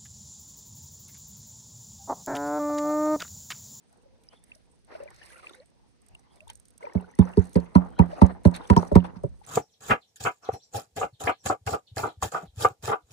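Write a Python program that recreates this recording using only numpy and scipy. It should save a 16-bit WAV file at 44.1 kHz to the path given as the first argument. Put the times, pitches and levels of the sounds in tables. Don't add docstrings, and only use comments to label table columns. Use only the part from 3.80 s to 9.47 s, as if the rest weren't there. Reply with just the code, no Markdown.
import sys
import numpy as np
from scipy import signal
from scipy.io import wavfile

SR = 44100
rng = np.random.default_rng(int(sys.argv[2]) if len(sys.argv) > 2 else 0)


def transcribe(u):
    v = np.clip(np.atleast_2d(u).T, -1, 1)
    q = np.round(v * 32767).astype(np.int16)
    wavfile.write(sys.argv[1], SR, q)


def volts_from_db(level):
    exponent = np.asarray(level, float) / 20
    return 10 ** exponent


N = 250047

# t/s, boom peak level/dB, then thud, wall and rim levels/dB relative to the boom
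KNOCKS = [(3.151, -12.5, -21.5, -26.5, -30.5), (3.389, -3, -21.5, -27.5, -27),
          (3.573, -9, -16.5, -21.5, -24), (3.757, -7.5, -21.5, -18, -23.5),
          (3.9539, -1.13, -24.5, -35, -17.5), (4.193, -4, -17.5, -26, -16), (4.417, -1.26, -16, -26, -14),
          (4.653, -1.5, -18.5, -27, -22), (4.901, -3, -18.5, -25, -12), (4.965, -5.5, -23.5, -23, -8),
          (5.116, -20, -7, -11.5, -12), (5.155, -1, -21, -26.5, -16.5), (5.361, -33, -24, -47, -13),
          (5.437, -28, -11, -15.5, -15.5)]


def rms_one(x):
    return x / np.sqrt(np.mean(x ** 2) + 1e-20)


def at_hz(points, hz):
    table_hz, values = np.array(points).T
    return np.interp(np.log(hz), np.log(table_hz), values)


def sides(pan_db):
    return volts_from_db([[pan_db / 2], [-pan_db / 2]])


def add(out, s, sound):
    i = max(round(s * SR), 0)
    out[:, i:i + sound.shape[1]] += sound[:, :N - i]


def drift(rate):
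    r = np.exp(-80 * np.pi * rate / SR)
    slow = signal.lfilter([1], [1, -2 * r, r * r], rng.standard_normal(N // 40 + 2002))[2000:]
    return np.interp(np.arange(N) / 40, np.arange(len(slow)), rms_one(slow))


def wash(spectrum, patchy_db, per_s, spread_db, grain_share, lag_ms, count=3):
    # f/Hz, likeness [-1 to 1]
    likeness = [(60, -0.82), (180, -0.42), (550, -0.15), (1650, -0.12), (4970, 0.79), (15000, -0.73)]
    heard = [hz for hz, db in spectrum if db > -60]
    low, high = heard[0], min(heard[-1], .45 * SR)
    bounds = np.geomspace(low, high, int(count * np.log2(high / low)) + 2)
    clumps = per_s * volts_from_db(5.6 * drift(18)) / SR
    share = np.clip(grain_share, 0, 1)
    white = rng.standard_normal((2, 2, N))
    grains = (rng.random((2, 1, N)) < clumps) * volts_from_db(spread_db * np.minimum(white ** 2, 8))
    white = np.sqrt(1 - share) * white + np.sqrt(share) * rms_one(grains * np.sign(white))
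    out, together = 0, drift(19)
    for k, (a, b) in enumerate(zip(bounds, bounds[1:])):
        band = signal.butter(2, [a, b], "band", fs=SR, output="sos")
        mid, side = signal.sosfilt(band, white[k % 2])
        centre = np.sqrt(a * b)
        alike = np.clip(at_hz(likeness, centre), -1, 1)
        gain = volts_from_db(at_hz(spectrum, centre) + patchy_db * (0.91 * together + drift(4.4)))
        out = out + gain * (np.sqrt(1 + alike) * mid + np.sqrt(1 - alike) * side * [[1], [-1]])
    out[1] = np.roll(out[1], round(lag_ms * SR / 1000))
    return rms_one(out)


def hiss():
    white = rng.standard_normal((2, N))
    low = signal.butter(4, [900, 6500], "band", fs=SR, output="sos")
    high = signal.butter(3, [8000, 11000], "band", fs=SR, output="sos")
    low_hiss = rms_one(signal.sosfilt(low, white))
    high_hiss = rms_one(signal.sosfilt(high, white))
    return volts_from_db(-76) * low_hiss + volts_from_db(-93.5) * high_hiss


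def breeze():
    # f/Hz, level/dB per Hz
    spectrum = [(15, -32.5), (25, 14), (86, -1.5), (182, -5.5), (227, -4), (400, -18), (520, -1.5),
                (880, -120)]
    # t/s, half width/s, level over the breeze/dB
    puffs = [
        (1.3, 0.16, 9.5),
        (1.501, .1, 2),
        (2.33, 0.038, 14),
        (2.72, 0.085, 11),
        (5.49, 0.098, 18),
        (5.63, 0.039, 5.5),
    ]
    air = wash(spectrum, patchy_db=0.5, per_s=9.1, spread_db=-1, grain_share=0.2, lag_ms=0, count=2)
    air = air * sides(-2.2)
    t = np.arange(N) / SR
    puffs_db = sum(db * np.exp(-((t - s) / half_s) ** 2) for s, half_s, db in puffs)
    rumble = signal.sosfilt(signal.butter(2, 150, fs=SR, output="sos"), air)
    return air + (volts_from_db(puffs_db) - 1) * rumble


def bird():
    # t/s, f/Hz, level/dB
    coos = [
        [(0.17, 430, -78), (0.212, 499.5, -76.5), (0.36, 533, -73)],
        [(0.39, 469, -74), (0.44, 435, -75), (0.47, 487, -73)],
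        [(1.52, 447, -98), (1.534, 520, -64), (1.63, 526, -82)],
        [(1.65, 494, -69), (1.708, 543, -66.5), (1.74, 545, -81)],
        [(2.59, 592, -77), (2.63, 622, -62), (2.68, 820, -88)],
        [(1.76, 525, -73), (1.8, 498, -57), (1.84, 700, -73)],
    ]
    out, t = np.zeros(N), np.arange(N) / SR
    for call in coos:
        s, hz, db = np.transpose(call)
        gate = np.interp(t, [s[0] - .015, s[0], s[-1], s[-1] + 0.0089], [0, 1, 1, 0])
        waver_db = 2.5 * drift(62)
        level = gate * volts_from_db(np.interp(t, s, db) + 6 + waver_db)
        out += level * np.sin(2 * np.pi * np.cumsum(np.interp(t, s, hz)) / SR)
    return out


def flow():
    # level/dB of breeze, gurgle, trickle, fizz
    calm_db = [-59, -72.5, -79.5, -82]
    # t of crest/s, rise/s, fall/s, gurgle level/dB, thinness [0 deep - 1 shallow]
    surges = [(0.177, 0.38, 0.41, -70.5, 0.39), (0.532, .02, 0.028, -56, 0.31),
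              (0.703, 0.08, 0.16, -75.5, 1), (1.125, 0.045, .2, -46, 0.21),
              (1.342, .05, 0.061, -61.5, 0.44), (1.451, 0.13, 0.17, -61.5, 0.82),
              (1.585, 0.2, 0.029, -58.5, 0.89), (1.644, 0.03, .19, -59.5, 0.63),
              (1.781, 0.21, 0.03, -72, 0.87), (2.32, 0.13, 0.34, -74, 0.79),
              (2.548, 0.023, 0.092, -73, 0.86), (2.698, 0.2, 0.049, -65.5, 0.04),
              (2.8, 0.041, 0.13, -85, 0.94), (3.03, 0.024, 0.24, -50, .35),
              (3.623, 0.36, 0.45, -70.5, 0.94), (4.333, 0.073, 0.19, -43.5, 0.17),
              (4.843, 0.061, 0.067, -55, 0.73), (4.999, 0.014, 0.11, -61.5, 1),
              (5.28, 0.088, 0.039, -49.5, 0.17)]
    deep_db, shallow_db = [-14, -31.5], [9, 1]
    rise_db, fall_db, edge_s = 10.5, 9, 0.036
    shake_db, shake_t60_s = np.c_[[-33.5, -36, -57.5, -70]], np.c_[[1, 0.73, 0.77, 0.63]]
    t = np.arange(N // 40 + 2) * 40 / SR
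    power = volts_from_db(np.add.outer(calm_db, 0 * t)) ** 2
    for s, rise, fall, db, thin in surges:
        corners = np.cumsum([s - rise - edge_s, edge_s, rise, fall, edge_s])
        swell = np.interp(t, corners, [-60, -rise_db, 0, -fall_db, -60])
        upper_db = np.add(deep_db, thin * np.subtract(shallow_db, deep_db))
        power[1:] += volts_from_db(db + np.add.outer([0, *upper_db], swell)) ** 2
    for s, db, *_ in KNOCKS:
        age = np.maximum(t - s, 0) / shake_t60_s
        power += (t > s) * volts_from_db(db + shake_db - 60 * age) ** 2
    return [np.interp(np.arange(N) / SR, t, np.sqrt(p)) for p in power]


def gurgle():
    # f/Hz, level/dB per Hz
    spectrum = [(150, -65), (250, -18.5), (306, -10), (562, -9), (787, -10), (921, -8.5), (1040, -14.5),
                (1500, -20), (1950, -26.5), (3300, -120)]
    return wash(spectrum, patchy_db=3.5, per_s=200, spread_db=1.5, grain_share=.5, lag_ms=0.46)


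def trickle():
    # f/Hz, level/dB per Hz
    spectrum = [(700, -35.5), (1000, -15.5), (1400, -9), (2000, -4), (2800, -11.5), (3700, -15),
                (4600, -7.5), (7000, -49)]
    return wash(spectrum, patchy_db=3.2, per_s=230, spread_db=1, grain_share=0.15, lag_ms=.5)


def fizz():
    # f/Hz, level/dB per Hz
    spectrum = [(2650, -16.5), (4500, 9.5), (5200, 2.5), (5700, 4.5), (6630, 13.5), (7360, -32.5),
                (7670, -63.5), (8030, 12), (8550, 18), (13000, -9), (15500, -31)]
    spray = wash(spectrum, patchy_db=3.5, per_s=500, spread_db=2.5, grain_share=0.52, lag_ms=.3, count=5)
    return spray * sides(-12)


def wisps():
    # t/s, length/s, start f/Hz, end f/Hz, level/dB
    films = [
        (0.475, 0.17, 3030, 3600, 8.5),
        (1.671, 0.12, 3410, 4060, 16),
        (2.431, 0.22, 3080, 3760, 4),
        (3.267, 0.076, 5950, 6000, 3),
        (4.071, 0.18, 3050, 3300, 12),
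        (4.1, 0.12, 3800, 4100, 7),
    ]
    out, flutter, patches = np.zeros((2, N)), drift(130), drift(17)
    for s, length, start_hz, end_hz, db in films:
        t, i = np.linspace(0, 1, round(length * SR)), round(s * SR)
        span = slice(i, i + len(t))
        hz = start_hz + (end_hz - start_hz) * t + 150 * flutter[span]
        whistle = np.sin(np.pi * t) * np.sin(2 * np.pi * np.cumsum(hz) / SR)
        add(out, s, volts_from_db(db - 78 + 7 * patches[span]) * whistle * sides(0))
    return out


def splashes(low, high):
    # t/s, peak level/dB, low part relative level/dB, length/s
    heaps = [(0.527, -56, 1, 0.051), (1.429, -62.5, 16, 0.029), (1.625, -40, -3, 0.058),
             (2.305, -80, -15, 0.038), (2.57, -68, -9, 0.016), (2.692, -38, -23, 0.03),
             (3.42, -39.5, -13, 0.064), (4.183, -48.5, 22, 0.061), (4.472, -54, -4, 0.017),
             (4.74, -28.5, -28, 0.039), (4.933, -30.5, 12, 0.011), (5.031, -42, 24, 0.0075),
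             (5.078, -70, 0, 0.061), (5.243, -34.5, 13.5, 0.024), (5.367, -43.5, -18, 0.014),
             (5.633, -47.5, -8, 0.033)]
    out = np.zeros((2, N))
    for s, db, low_db, length in heaps:
        i, t = round(s * SR), np.linspace(0, 1, max(round(2 * length * SR), 50))
        heap = volts_from_db(low_db + 4) * low[:, i:i + len(t)] + high[:, i:i + len(t)]
        swell = np.sin(np.pi * t ** 0.42) ** 2
        add(out, s - .003, volts_from_db(db - 16) * heap * swell[:heap.shape[1]])
    return out


def ticks():
    # t/s, peak level/dB, left-right level/dB
    droplets = [(0.127, -54, -20), (0.4358, -53, -21), (0.6383, -50, -37), (0.752, -50, -19),
                (1.047, -58, -22), (1.2346, -49.5, -15), (1.3034, -48, -14), (1.3437, -52, -7),
                (1.3618, -49.5, -1), (1.4585, -48, -29), (1.58, -53, -20), (1.694, -51, -26),
                (1.7497, -53, -38), (1.8576, -56.5, -29), (2.2173, -60, -31), (2.2635, -56.5, -36),
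                (2.2846, -52, -28), (2.349, -51.5, -29), (2.395, -58, -19), (2.558, -52.5, -22),
                (2.605, -56.5, -24), (2.6782, -45, -10), (2.6996, -35.5, -13), (2.7316, -52, -33),
                (2.754, -48.5, -42), (2.773, -58, -30), (2.798, -50, -33), (2.8535, -49, -19),
                (2.8827, -52.5, -22), (2.9047, -53.5, -43), (2.978, -49, -38), (3.1355, -52, -25),
                (3.209, -56, -41), (3.3125, -58, -34), (3.3522, -53.5, -26), (3.489, -51.5, -12),
                (3.5156, -56, -30), (3.5364, -60, -24), (3.5937, -45.5, -10), (3.6415, -53, -25),
                (3.653, -50, -34), (3.6704, -53, -20), (3.6927, -49, -25), (3.731, -43.5, -19),
                (3.7434, -44, -16), (3.8012, -49, -4), (4.0871, -60, -22), (4.103, -59, -22),
                (4.464, -41, -9), (4.6345, -56, -31), (4.743, -44, -8), (4.763, -37, -25),
                (4.8748, -45, -15), (5.0499, -50, -15), (5.434, -49.5, -23), (5.6634, -48.5, -37)]
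    # t/s, peak level/dB, left-right level/dB
    cracks = [(3.1517, -59, -2), (3.3886, -33.5, -20), (3.5721, -46, -12), (3.7593, -36.5, -6),
              (3.951, -57, -6), (3.9592, -44, -11.5), (4.1897, -36, -4), (4.212, -53, -22),
              (4.2594, -56.5, -19), (4.323, -66, -11), (4.4165, -34, -15), (4.6557, -39.5, -23),
              (4.6724, -43, -22), (4.7122, -48, -13), (4.901, -32, -5), (4.9235, -49, -4.5),
              (4.965, -28.5, -2), (4.985, -36.5, -1), (5.0245, -46, -4), (5.078, -49, -4),
              (5.119, -47.5, -7), (5.129, -49, -11.5), (5.1541, -27, -7), (5.24, -53, -9),
              (5.253, -64, -10)]
    # f/Hz, width/Hz, level/dB
    ports = [
        [(3600, 1200, -1), (6490, 1700, 4), (9500, 1400, -12.5), (11700, 4400, -31.5)],
        [(3500, 1500, -15.5), (5800, 1000, -14.5), (8350, 530, 8), (9200, 2600, -2)],
    ]
    clicks, t = np.zeros((2, N)) + 1e-18, np.arange(300) / SR
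    strays = [(s * N / SR, -72 + 8 * size, -23) for s, size in rng.random((26, 2))]
    events = droplets + cracks + strays
    envelope = volts_from_db(-60 * t / 0.023) * np.minimum(t / .0005, 1)
    for (s, db, pan_db), crackle in zip(events, rng.standard_normal((len(events), len(t)))):
        add(clicks, s, volts_from_db(db + 4.5) * sides(.5 * pan_db) * crackle * envelope)
    out = volts_from_db(-39.5) * np.diff(clicks, prepend=0)
    for side, port in enumerate(ports):
        for k, (hz, width_hz, db) in enumerate(port):
            r = np.exp(-np.pi * width_hz / SR)
            poles = [1, -2 * r * np.cos(2 * np.pi * hz / SR), r * r]
            ringing = signal.lfilter([1, 0, -1], poles, clicks[side])
            out[side] += (-1) ** k * volts_from_db(db) * (1 - r * r) / 2 * ringing
    return out


def bubbles(events, cycles, rise, trim_db, lag_ms):
    out, turns = np.zeros((2, N)), rng.uniform(0, 2 * np.pi, (len(events), 1))
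    for (s, db, hz, pan_db), turn in zip(events, turns):
        t = np.arange(round(1.5 * cycles / hz * SR + 60)) / SR
        t = np.maximum(t - [[0], [lag_ms / 1000]], 0)
        age = t * hz / cycles * np.log(1000)
        shape = np.e * age * np.exp(-age)
        tone = np.sin(2 * np.pi * hz * t * (1 + rise * age) + turn)
        add(out, s - .002, volts_from_db(db + trim_db) * sides(pan_db) * shape * tone)
    return out


def swarm(gain, low_hz, high_hz, spread_db, count):
    share, pitch, size, place = rng.random((count, 4)).T
    dragged = np.cumsum(gain ** .5)
    born = np.searchsorted(dragged, share * dragged[-1])
    level_db = 20 * np.log10(gain[born]) - spread_db * np.log(size + 0.023)
    hz = low_hz * (high_hz / low_hz) ** pitch
    return np.transpose([born / SR, level_db, hz, 12 * (place - .5)])


def small_bubbles(trickle_gain):
    events = swarm(trickle_gain, low_hz=702, high_hz=3000, spread_db=3.5, count=700)
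    return bubbles(events, cycles=20, rise=0.012, trim_db=-7, lag_ms=0.39)


def mist(fizz_gain):
    events = swarm(fizz_gain, low_hz=3200, high_hz=6500, spread_db=4.5, count=300)
    return bubbles(events, cycles=22, rise=0.01, trim_db=-4, lag_ms=0.4)


def beads():
    # t/s, peak level/dB, f/Hz, left-right level/dB
    events = [(0.471, -59, 5870, -0.5), (0.4895, -37.5, 5210, -4), (0.7517, -47.5, 5470, 2),
              (1.8027, -49, 4160, -2.5), (2.3949, -55, 5840, -2.0), (2.6817, -51, 3500, -14),
              (2.7012, -35, 3070, -2), (2.7556, -44, 6650, -6), (2.9795, -50, 6640, -1.0),
              (3.057, -53, 5750, -0.5), (3.136, -47.5, 5560, 1), (3.3129, -55, 6100, -2),
              (3.353, -50, 5630, 1), (3.414, -41.5, 3430, -1), (3.4553, -45, 6000, 2),
              (3.573, -38, 4640, 1), (3.7303, -56, 6160, -5), (3.7426, -46, 6430, 1),
              (3.7567, -36, 4700, -4), (3.8022, -49.5, 4340, -4), (3.9538, -34, 4340, -7.5),
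              (4.1909, -37.5, 4130, -3), (4.464, -44, 6400, -3), (4.6537, -35.5, 4160, 2),
              (4.744, -37.5, 4180, -4), (4.761, -37, 3650, -1), (4.817, -47, 3640, 0),
              (4.901, -33, 2600, -1), (4.8548, -44, 3300, 2), (4.8744, -44, 5970, -0.5),
              (4.965, -37, 3170, -22), (4.9784, -20.5, 5380, -3), (4.9874, -42, 5500, -0.5),
              (4.9974, -36, 5600, 0), (5.0144, -47, 5500, -1), (5.077, -43, 5650, -1),
              (5.2055, -41.5, 2860, -3.5), (5.652, -45, 5920, 0)]
    return bubbles(events, cycles=24.5, rise=0.0028, trim_db=-1.5, lag_ms=0.488)


def more_drips():
    # t/s, peak level/dB, f/Hz, left-right level/dB
    events = [(1.1278, -44, 1840, 0), (1.1524, -46, 1460, -2), (1.2044, -49, 2540, 0),
              (1.2866, -40.5, 1980, -1), (1.4444, -60, 1830, -1), (1.5046, -46.5, 1580, -1),
              (1.561, -46, 2050, -1), (1.5744, -48, 1440, -.5), (1.5893, -45, 1360, -1),
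              (1.696, -39, 3580, 1), (1.736, -41, 3600, -2), (1.746, -44, 1990, -7),
              (3.054, -39, 2250, 8.5), (3.066, -42, 1930, -3), (3.124, -45, 1770, -1),
              (3.178, -45.5, 2150, -14), (3.2024, -51, 2660, -3), (3.3034, -51, 2130, 6),
              (3.3594, -53, 1960, 1), (4.1678, -47, 1390, 1), (4.2254, -34, 1910, -2),
              (4.9304, -36, 1820, -3), (5.0295, -45, 2020, -7)]
    return bubbles(events, cycles=26, rise=0.0079, trim_db=-4, lag_ms=0.653)


def drips():
    # t/s, peak level/dB, f/Hz, left-right level/dB
    events = [(0.7194, -36, 2550, -2), (1.2781, -46.5, 2280, 11), (1.4172, -44.5, 1740, 5.5),
              (1.431, -44, 2780, -2), (1.5588, -46.5, 1335, -0.5), (1.633, -45.5, 1226, -2),
              (1.6706, -32, 2530, -0.5), (1.6965, -47, 1350, 1), (1.7474, -52, 1480, -1.5),
              (2.3526, -40, 2690, -1), (2.6065, -42.5, 2540, -7), (3.029, -39.5, 2070, 1.5),
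              (3.0986, -47, 2070, 1), (3.244, -46, 1410, 0.5), (3.3393, -51, 1860, 1),
              (3.414, -58, 1290, 3), (3.474, -40, 1300, -3), (3.5364, -42, 2640, -2),
              (4.752, -36, 3640, -9), (5.094, -60, 1690, -3)]
    return bubbles(events, cycles=25.6, rise=0.007, trim_db=-1, lag_ms=0.579)


def plops():
    # t/s, peak level/dB, f/Hz, left-right level/dB
    events = [(0.258, -43.5, 544, 1), (0.534, -59, 480, -11), (0.761, -60, 615, 25.5),
              (1.112, -58, 670, -4), (1.152, -26, 632, 0), (1.204, -28.5, 546, 4), (1.228, -28.5, 563, 3),
              (1.258, -32, 580, -1), (1.644, -37, 1140, -2), (2.674, -51.5, 895, 29), (2.7, -39, 887, -17),
              (3.026, -35, 468, 0), (3.042, -24.5, 576, -2), (3.008, -38, 940, -2), (3.038, -37, 950, 3),
              (3.069, -33.5, 480, 1), (3.071, -24, 920, 2.5), (3.456, -32, 500, 5), (4.114, -43, 810, 10),
              (4.33, -22.5, 605, 1), (5.028, -40, 940, -10), (5.616, -45.5, 833, 17)]
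    return bubbles(events, cycles=17.8, rise=0.0023, trim_db=-6, lag_ms=0.6)


def modes(table, scatter, travel, swell, tail_db, tail_times, wander, bend, loose):
    t, out = np.arange(round(.22 * SR)) / SR, 0
    for (hz, db, t60, pan_db, lead), (strength, detune, turn, turn_left) in zip(table, scatter):
        age = np.maximum(t - travel / np.sqrt(hz), 0)
        fade = volts_from_db(-60 * (age / t60) ** bend) + volts_from_db(tail_db - 60 * age / (tail_times * t60))
        shape = (1 - np.exp(-(age * hz / swell) ** 2)) * fade
        sag = .25 * (1 - np.exp(-age * hz))
        phase = 2 * np.pi * (hz * (1 + wander * detune) * age + sag)
        phase = phase + loose * turn + [[lead + loose * turn_left], [0]]
        out = out + volts_from_db(db + 1.3 * strength) * sides(pan_db) * shape * np.sin(phase)
    return out


def knocks(skin):
    # f/Hz, level/dB, ring t60/s, left-right level/dB, left lead/rad
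    pan_modes = [(75.44, 1.5, 0.047, -19.5, 2.5), (85.5, 3.5, 0.036, -6, 0.64),
                 (180.06, -3, 0.065, -12, 0.68), (252.6, -12, 0.056, -4, 1.02)]
    wall_modes = [(304, 8, 0.048, 0.67, 4), (406.8, 11, 0.037, -2, 1), (471, -0.5, 0.053, 0.1, 0.3),
                  (574, 5.5, 0.054, 0.93, -1.7)]
    rim_modes = [(722, -5.5, 0.069, 0.02, -2), (820, -8, 0.071, 0.013, -1.3), (940, 3.5, 0.052, 0.01, 1.93),
                 (1129, -8.5, 0.033, 0.01, 0.3), (1300, -13.5, 0.041, 0.01, 2.1),
                 (1694, -13, 0.009, 0.02, 0.5)]
    # upper wall mode level/dB, slap level/dB, thud pitch ratio (a resting hand stiffens)
    spots = [(-4, 4, 1.05), (-13.5, 1, 1.06), (-18, -5.5, 0.99), (-5.5, 0.1, 0.93), (8, -2.5, 0.945),
             (-4, -0.5, 1.02), (0.5, -4.5, 0.983), (2, 3.5, 1.022), (0.5, -1.5, 1.03), (-14, -3, 1.27),
             (1.5, -6, 0.72), (-0.5, 3, 1.066), (-1, 1, 1.1), (3.5, -29, 1.65)]
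    approach_s, approach_db = 0.014, -20
    rebound_s, rebound_db = 0.025, -11.5
    out, count = np.zeros((2, N)), len(KNOCKS)
    scatter = rng.standard_normal((count, len(pan_modes + wall_modes + rim_modes), 4))
    t = np.arange(round(.2 * SR)) / SR
    rattles = rng.standard_normal((count, len(t))) * volts_from_db(-24 - 60 * t / 0.056)
    rattles[:, 0] = 1
    rattles[:, round(rebound_s * SR)] += volts_from_db(rebound_db + 0.87 * rng.standard_normal(count))

    contact = (1 - np.exp(-(t / 0.0014) ** 2)) * (volts_from_db(-60 * t / 0.042) + volts_from_db(-23 - 60 * t / 0.21))
    brush = np.linspace(0, 1, round(approach_s * SR)) ** 2 * volts_from_db(approach_db)
    contact = np.maximum(contact, brush[-1] * (t < .002))
    envelope = np.concatenate([brush, contact])[:len(t)]

    for knock, spot, chance, rattle in zip(KNOCKS, spots, scatter, rattles):
        s, db, thud_db, wall_db, rim_db = knock
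        upper_db, slap_db, ratio = spot
        stiff = [(hz * ratio, *rest) for hz, *rest in pan_modes[:2]]
        struck = wall_modes[:-1] + [np.add(wall_modes[-1], [0, upper_db, 0, 0, 0])]
        thud = modes(stiff, chance[:2], travel=0.092, swell=0.77, tail_db=-25.5, tail_times=4.46,
                     wander=.025, bend=1.45, loose=.2)
        boom = modes(pan_modes[2:], chance[2:4], travel=0.085, swell=0.51, tail_db=-10, tail_times=3.3,
                     wander=0.026, bend=1.11, loose=.2)
        wall = modes(struck, chance[4:8], travel=.07, swell=1.4, tail_db=-60, tail_times=1,
                     wander=.025, bend=1, loose=.3)
        rim = modes(rim_modes, chance[8:], travel=.07, swell=2.5, tail_db=-60, tail_times=1,
                    wander=.03, bend=1, loose=.3)
        upper = volts_from_db(wall_db + 10.5) * wall + volts_from_db(rim_db + 2.5) * rim
        upper = signal.fftconvolve(upper, rattle[None], axes=1)[:, :upper.shape[1]]
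        add(out, s - .004, volts_from_db(db) * (volts_from_db(thud_db + 15) * thud + volts_from_db(0.5) * boom + upper))

        i = round(s * SR)
        slap_gain = volts_from_db(db - 12 + 0.97 * rim_db + slap_db)
        add(out, s - .003 - approach_s, slap_gain * skin[:, i:i + len(t)] * envelope)
    return out


def scene():
    breeze_gain, gurgle_gain, trickle_gain, fizz_gain = flow()
    deep, thin, fine = gurgle(), trickle(), fizz()
    background = hiss() + breeze_gain * breeze() + bird()
    water = gurgle_gain * deep + volts_from_db(-5) * trickle_gain * thin + fizz_gain * fine
    spray = np.roll(thin + volts_from_db(-13) * fine, N // 3, axis=1)
    thrown = wisps() + splashes(np.roll(deep, N // 3, axis=1), spray) + ticks()
    swarms = small_bubbles(trickle_gain) + mist(fizz_gain)
    single_bubbles = beads() + more_drips() + drips() + plops()
    return background + water + thrown + swarms + single_bubbles + knocks(spray)


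def low_pass(x):
    return signal.sosfilt(signal.butter(12, 16460, fs=SR, output="sos"), x)


def record(dry):
    cut = signal.sosfilt(signal.butter(4, 50, "high", fs=SR, output="sos"), dry)
    notch = signal.butter(1, [6900, 7800], "band", fs=SR, output="sos")
    cut = cut - .7 * signal.sosfilt(notch, cut)
    loaded = cut / (1 + np.abs(cut) ** 6) ** (1 / 6)
    top_cut = signal.cheby2(10, 60, 16700, fs=SR, output="sos")
    mix = signal.sosfilt(top_cut, loaded)
    return low_pass(mix)


dry = scene()
out = record(dry)
transcribe(out)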